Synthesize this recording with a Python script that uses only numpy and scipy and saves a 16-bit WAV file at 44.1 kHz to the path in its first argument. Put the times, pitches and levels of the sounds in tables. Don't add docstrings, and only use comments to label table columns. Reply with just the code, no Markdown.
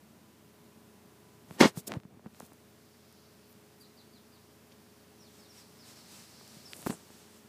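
import sys
import numpy as np
from scipy import signal
from scipy.fft import rfft, irfft, next_fast_len
from scipy.io import wavfile
from scipy.ndimage import map_coordinates

SR = 44100
rng = np.random.default_rng(int(sys.argv[2]) if len(sys.argv) > 2 else 0)


def unload_audio(sound):
    columns = np.transpose(np.atleast_2d(sound))
    steps = np.round(np.clip(columns, -1, 1) * 32767)
    wavfile.write(sys.argv[1], SR, steps.astype(np.int16))


N = 330210

# frequency in Hz, relative level in dB.
SCRAPE_SPECTRUM = [(40, -43), (75, -30), (115, -7), (200, -2.5), (290, -4), (400, -4), (580, -9.5),
                   (900, -8), (1400, -12), (2200, -18), (3200, -17), (5200, -20.5), (9000, -33.5),
                   (15500, -49)]
# centre in Hz, width in Hz, lift in dB.
CASE_RESONANCES = [(263, 52, 4.5), (380, 48, 1), (523, 64, 6), (960, 120, 1.5), (1855, 110, 8),
                   (2152, 150, 8), (2850, 240, 1.5), (5100, 380, -0.5)]
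# start in seconds, thump peak in dB, ring pitch in Hz,
# time to fade by 60 dB in seconds, click peak in dB.
HAND_KNOCKS = [(1.5094, -39, 168.5, .028, -41.5), (1.6099, -6.5, 322, 0.023, -16),
               (1.617, -20, 183, 0.096, -35), (1.6554, -14, 258, .03, -30),
               (1.7725, -28.5, 168.5, 0.046, -35.5), (1.9676, -26, 132, 0.024, -59.5),
               (2.0515, -40, 178, 0.027, -49), (2.172, -43.5, 202, 0.013, -56),
               (2.195, -56, 240, .015, -48), (2.2606, -35.5, 195, .045, -38.5),
               (2.4048, -46, 220, .015, -33.5), (2.428, -43, 200, .022, -54),
               (2.52, -45.5, 242, 0.019, -44.5), (6.4118, -56, 300, 0.0092, -47),
               (6.567, -45, 160, 0.048, -54), (6.8638, -24.5, 168, 0.016, -25.5),
               (6.8695, -20.5, 335, 0.016, -20.5), (6.8972, -23.5, 230, 0.022, -32),
               (6.906, -31, 450, 0.0087, -25.5), (6.9264, -43, 400, 0.011, -35.5),
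               (7.103, -50, 300, 0.014, -45)]
# start in seconds, peak in dB.
SKIN_SNAPS = [(1.5096, -38), (1.9199, -19.5), (1.931, -39), (1.9386, -25.5), (1.9444, -45), (2.001, -43),
              (2.0346, -44), (2.269, -46), (2.3472, -43), (2.422, -42), (6.8277, -36)]
# peak time in seconds, half length in seconds, rumble in dB,
# hiss in dB, hiss centre in Hz, hiss width in octaves.
FINGER_STROKES = [(1.539, 0.052, -55, -59.5, 5000, 2.3), (1.614, 0.016, -48, -34, 5000, 0.85),
                  (1.673, 0.024, -59, -41.5, 4960, .9), (1.765, 0.021, -64, -60, 1490, 1.4),
                  (1.785, 0.021, -51, -45, 8260, 1.1), (1.878, .0072, -51.5, -37, 7540, 1.07),
                  (1.904, 0.022, -41, -62.5, 4000, 1), (1.946, 0.031, -42, -73, 2500, 0.9),
                  (2.134, 0.054, -60.5, -85, 910, .8), (2.261, 0.024, -55, -79, 1500, 0.96),
                  (2.369, 0.028, -72, -66.5, 4460, 1.3), (2.434, .042, -60, -61.5, 7000, 1.5),
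                  (3.508, 0.028, -77, -67, 13100, 0.28), (3.817, .02, -77, -63, 10000, .55),
                  (4.723, 0.0074, -63, -60.5, 3800, 0.65), (6.783, 0.097, -57.5, -56.5, 9240, .45),
                  (6.874, 0.017, -58, -43, 7900, 2.9), (6.903, 0.011, -39.5, -45, 4450, 1.3),
                  (6.928, .024, -46.5, -49.5, 8160, 0.36)]
# frequency in Hz, relative level in dB.
SKIN_SPECTRUM = [(30, -28.5), (90, -5), (180, 2), (300, -3), (600, -8), (1200, -18), (2500, -26.5),
                 (5000, -38), (10000, -40), (15000, -49.5)]
# start in seconds, peak in dB, centre in Hz.
CASE_TICKS = [(2.401, -29, 7500), (2.4515, -44, 9000), (2.464, -39, 11000), (2.5335, -41, 10000),
              (3.126, -39.5, 12400), (3.528, -40, 12000), (6.478, -38, 6500), (6.7335, -25, 2590),
              (6.766, -34.5, 9000), (6.819, -33, 9000)]
# time in seconds, share closed from 0 to 1.
PORT_COVER = [(1.7, 0.3), (1.85, 0.24), (2.02, 0.61), (2.27, 0.48), (2.36, 0)]
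# frequency in Hz, relative level in dB.
CLOTH_SPECTRUM = [(200, -0.5), (500, 0), (1500, -4), (3500, -2), (8000, -1.5), (10500, -6.5), (15000, -11)]
# peak time in seconds, level in dB, half length in seconds.
SLEEVE_BRUSHES = [(5.372, -63, 0.082), (5.58, -58, 0.052), (5.895, -56, 0.047), (5.98, -59.5, 0.038),
                  (6.162, -54.5, 0.09), (6.54, -61, .07), (6.854, -59, 0.12), (7.182, -62.5, 0.092),
                  (7.347, -62.5, 0.058)]
# start in seconds, relative level in dB, top pitch in Hz, length in seconds.
BIRD_CHIRPS = [(3.806, -56.5, 4800, 0.044), (3.966, -57, 4810, 0.051), (4.13, -61, 4770, 0.062),
               (4.32, -60, 4930, .05), (5.187, -60, 5830, 0.11), (5.384, -59.5, 5500, 0.09),
               (5.487, -57.5, 5700, 0.049), (5.569, -56, 5740, 0.066), (5.784, -57, 5460, 0.079),
               (5.96, -57.5, 5550, .058), (6.65, -50.5, 5520, 0.0475)]
# pitch in Hz, average level in dB, phase wander in radians.
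HUM_TONES = [(84.5, -71.5, .8), (112, -72.5, 0.96), (122, -81.5, 5), (139, -74, 0.79), (175, -86.5, 3),
             (220, -69, 2.83), (233, -75.5, 1.52), (329, -75, 1.5), (350, -78.5, 1.1), (438, -77, .5),
             (544, -80, 0.78), (617, -80, .6)]
# time in seconds, level in dB.
DRONE_LEVELS = [(0, -98), (.5, -69.5), (1.2, -67), (2.7, -71), (5.5, -67), (6.3, -74.5), (7.2, -67)]
# time in seconds, level in dB.
WHINE_LEVELS = [(0, -79), (1.4, -73), (2.6, -95), (5.5, -81.5), (7.49, -88)]
# frequency in Hz, relative level in dB.
ROOM_SPECTRUM = [(25, -9.5), (50, -11), (72, -16.5), (110, -10), (200, 1), (290, -4.5), (400, -8),
                 (480, -11.5), (620, -10), (1000, -12.5), (2000, -17), (4000, -20), (8000, -22),
                 (15500, -23.5)]
# time in seconds, level in dB.
ROOM_LEVELS = [(0, -59), (1.4, -58), (2.6, -61.5), (5, -60.5), (6.5, -58.5), (7.49, -60)]
# time in seconds, level in dB.
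WINDOW_LEVELS = [(2.5, -83), (3.2, -69), (3.6, -77), (5.6, -74.5), (5.9, -63.5), (6.6, -64), (7.49, -78)]


def finger_scrape(contact_s=1.607, attack_s=0.005, bite_s=0.0073, slide_s=0.051, level_db=-16.5):
    def case_db(hz):
        return sum(db / (1 + (2 * (hz - centre) / width) ** 2) for centre, width, db in CASE_RESONANCES)

    rasp = friction(lambda hz: amp(spectrum_db(SCRAPE_SPECTRUM, hz) + case_db(hz)), grain_db=3.5)
    t = clock() - contact_s
    approach_db_per_s, sag_db_per_s, lift_db_per_s = 848.5, 93.5, 700
    approach_db = -approach_db_per_s * np.maximum(-t - attack_s, 0)
    graze_db = -18 * np.clip(-t / attack_s, 0, 1)
    bite_db = 4 * swell(t, attack_s, bite_s)
    sag_db = -sag_db_per_s * np.clip(t, 0, slide_s)
    lift_db = -lift_db_per_s * np.maximum(t - slide_s, 0)
    return amp(level_db + approach_db + graze_db + bite_db + sag_db + lift_db) * rasp


def hand_knocks(build_cycles=0.36):
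    out, t = np.zeros(N), np.arange(SR // 8) / SR
    contact = click(centre_hz=593, octaves=0.92)
    for start, thump_db, hz, t60, click_db in HAND_KNOCKS:
        envelope = np.exp(-np.log(1000) * t / t60) * (1 - np.exp(-hz * t / build_cycles))
        add(out, start, amp(thump_db) * np.sin(2 * np.pi * hz * t) * envelope / envelope.max())
        add(out, start, amp(click_db) * contact)
    return out


def skin_snaps():
    out, pulse = np.zeros(N), click(centre_hz=930, octaves=1.41)
    for start, db in SKIN_SNAPS:
        add(out, start, amp(db) * pulse)
    return out


def finger_strokes():
    pressure, hiss, t = np.zeros(N), np.zeros(N), np.arange(SR // 2) / SR
    middle = t.mean()
    for peak_s, half_length, rumble_db, hiss_db, centre_hz, octaves in FINGER_STROKES:
        shape = swell(t - middle, half_length, half_length)
        slide = friction(lambda hz: bell(hz, centre_hz, octaves) * port_ring(hz), grain_db=4, size=len(t))
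        add(pressure, peak_s - middle, amp(rumble_db) * shape)
        add(hiss, peak_s - middle, amp(hiss_db) * shape * slide)
    rumble = friction(lambda hz: amp(spectrum_db(SKIN_SPECTRUM, hz)), grain_db=5.5)
    return pressure * rumble + hiss


def case_ticks():
    out = np.zeros(N)
    for start, db, centre_hz in CASE_TICKS:
        add(out, start, amp(db) * click(centre_hz, octaves=0.71))
    return out


def sleeve_rustle(arm_peak_s=6.57, arm_db=-61.5):
    t = clock()
    weave = friction(lambda hz: amp(spectrum_db(CLOTH_SPECTRUM, hz)) * port_ring(hz), grain_db=2.5)
    power = (amp(arm_db) * swell(t - arm_peak_s, rise_s=0.98, fall_s=0.89)) ** 2
    for peak_s, db, half_length in SLEEVE_BRUSHES:
        power += (amp(db) * swell(t - peak_s, half_length, half_length)) ** 2
    flutter = amp(0.5 * wobble(25))
    return np.sqrt(power) * flutter * weave


def port_ring(hz, lift_db=1.5):
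    return amp(lift_db * bell(hz, centre_hz=7900, octaves=0.089))


def bird(fall_hz_per_s=26000, fade_db=5.5, warble=0.024, direct_db=-2.5, echo_db=-1.5, echo_t60=0.32):
    out, t = np.zeros(N), np.arange(SR // 3) / SR
    for start, db, top_hz, length in BIRD_CHIRPS:
        progress = np.clip(t / length, 0, 1)
        waver = map_coordinates(rng.standard_normal(len(t)), [t * 400])
        pitch = (top_hz - fall_hz_per_s * length * progress ** 1.4) * (1 + warble * waver)
        envelope = amp(-fade_db * progress) * np.abs(np.sin(np.pi * progress ** 1.07)) ** 0.2
        note = envelope * np.sin(2 * np.pi * np.cumsum(pitch) / SR)
        tail = rng.standard_normal(len(t)) * np.exp(-np.log(1000) * t / echo_t60)
        add(out, start, amp(db + direct_db) * note)
        add(out, start, amp(db + echo_db) * signal.fftconvolve(note, tail / np.linalg.norm(tail)))
    return out


def appliance(drone_hz=415.7, whine_hz=996):
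    def tone(hz, db, wander_rad):
        peak = np.sqrt(2) * amp(db + wobble(3.02))
        return peak * np.sin(2 * np.pi * hz * clock() + wander_rad * wobble(15))

    hum = sum(tone(*row) for row in HUM_TONES)
    drone = tone(drone_hz, curve(DRONE_LEVELS), wander_rad=0.14)
    whine = tone(whine_hz, curve(WHINE_LEVELS), wander_rad=0.3)
    return hum + drone + whine


def room_tone():
    air = friction(lambda hz: amp(spectrum_db(ROOM_SPECTRUM, hz)), grain_db=1)
    hiss = friction(lambda hz: bell(hz, centre_hz=4800, octaves=0.28), grain_db=1)
    return amp(curve(ROOM_LEVELS)) * air + amp(curve(WINDOW_LEVELS) + wobble(10)) * hiss


def friction(response, grain_db, size=N):
    slips = rng.standard_normal(size) * amp(grain_db * rng.standard_normal(size))
    noise = filtered(slips, response)
    return noise / np.sqrt(np.mean(noise ** 2) + 1e-20)


def click(centre_hz, octaves, size=2048):
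    hz = np.fft.rfftfreq(size, 1 / SR)
    cepstrum = irfft(np.log(bell(hz, centre_hz, octaves) + 1e-3))
    pulse = irfft(np.exp(rfft(2 * cepstrum[:size // 2], size)))
    return pulse / np.abs(pulse).max()


def swell(t, rise_s, fall_s):
    return np.exp(-np.abs(t / np.where(t < 0, rise_s, fall_s)) ** 2.2)


def wobble(rate, size=4096):
    times = np.linspace(0, N / SR, size)
    knots = rng.standard_normal(int(N * rate / SR) + 4)
    return np.interp(clock(), times, map_coordinates(knots, [times * rate]))


def filtered(x, response):
    size = next_fast_len(len(x) + 8192)
    return irfft(rfft(x, size) * response(np.fft.rfftfreq(size, 1 / SR)), size)[:len(x)]


def bell(hz, centre_hz, octaves):
    return np.exp(-0.5 * (np.log2((hz + 1) / centre_hz) / octaves) ** 2)


def spectrum_db(rows, hz):
    row_hz, row_db = np.transpose(rows)
    return np.interp(np.log(hz + 1), np.log(row_hz), row_db)


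def curve(rows):
    return np.interp(clock(), *np.transpose(rows))


def clock():
    return np.arange(N) / SR


def amp(db):
    return 10 ** (np.asarray(db) / 20)


def add(track, start_s, sound):
    part = track[max(round(start_s * SR), 0):][:len(sound)]
    part += sound[:len(part)]


def scene(muffle_hz=600):
    airborne = room_tone() + appliance() + bird() + sleeve_rustle()
    treble = filtered(airborne, lambda hz: hz ** 2 / (hz ** 2 + muffle_hz ** 2))
    contact = finger_scrape() + finger_strokes() + hand_knocks() + skin_snaps() + case_ticks()
    return (airborne - curve(PORT_COVER) * treble + contact)[None]


def record(dry, low_cut_hz=80, top_hz=15350):
    thinned = signal.sosfilt(signal.butter(3, low_cut_hz, "highpass", fs=SR, output="sos"), dry)
    return np.array([filtered(channel, lambda hz: hz < top_hz) for channel in thinned])


dry = scene()
out = record(dry)
unload_audio(out)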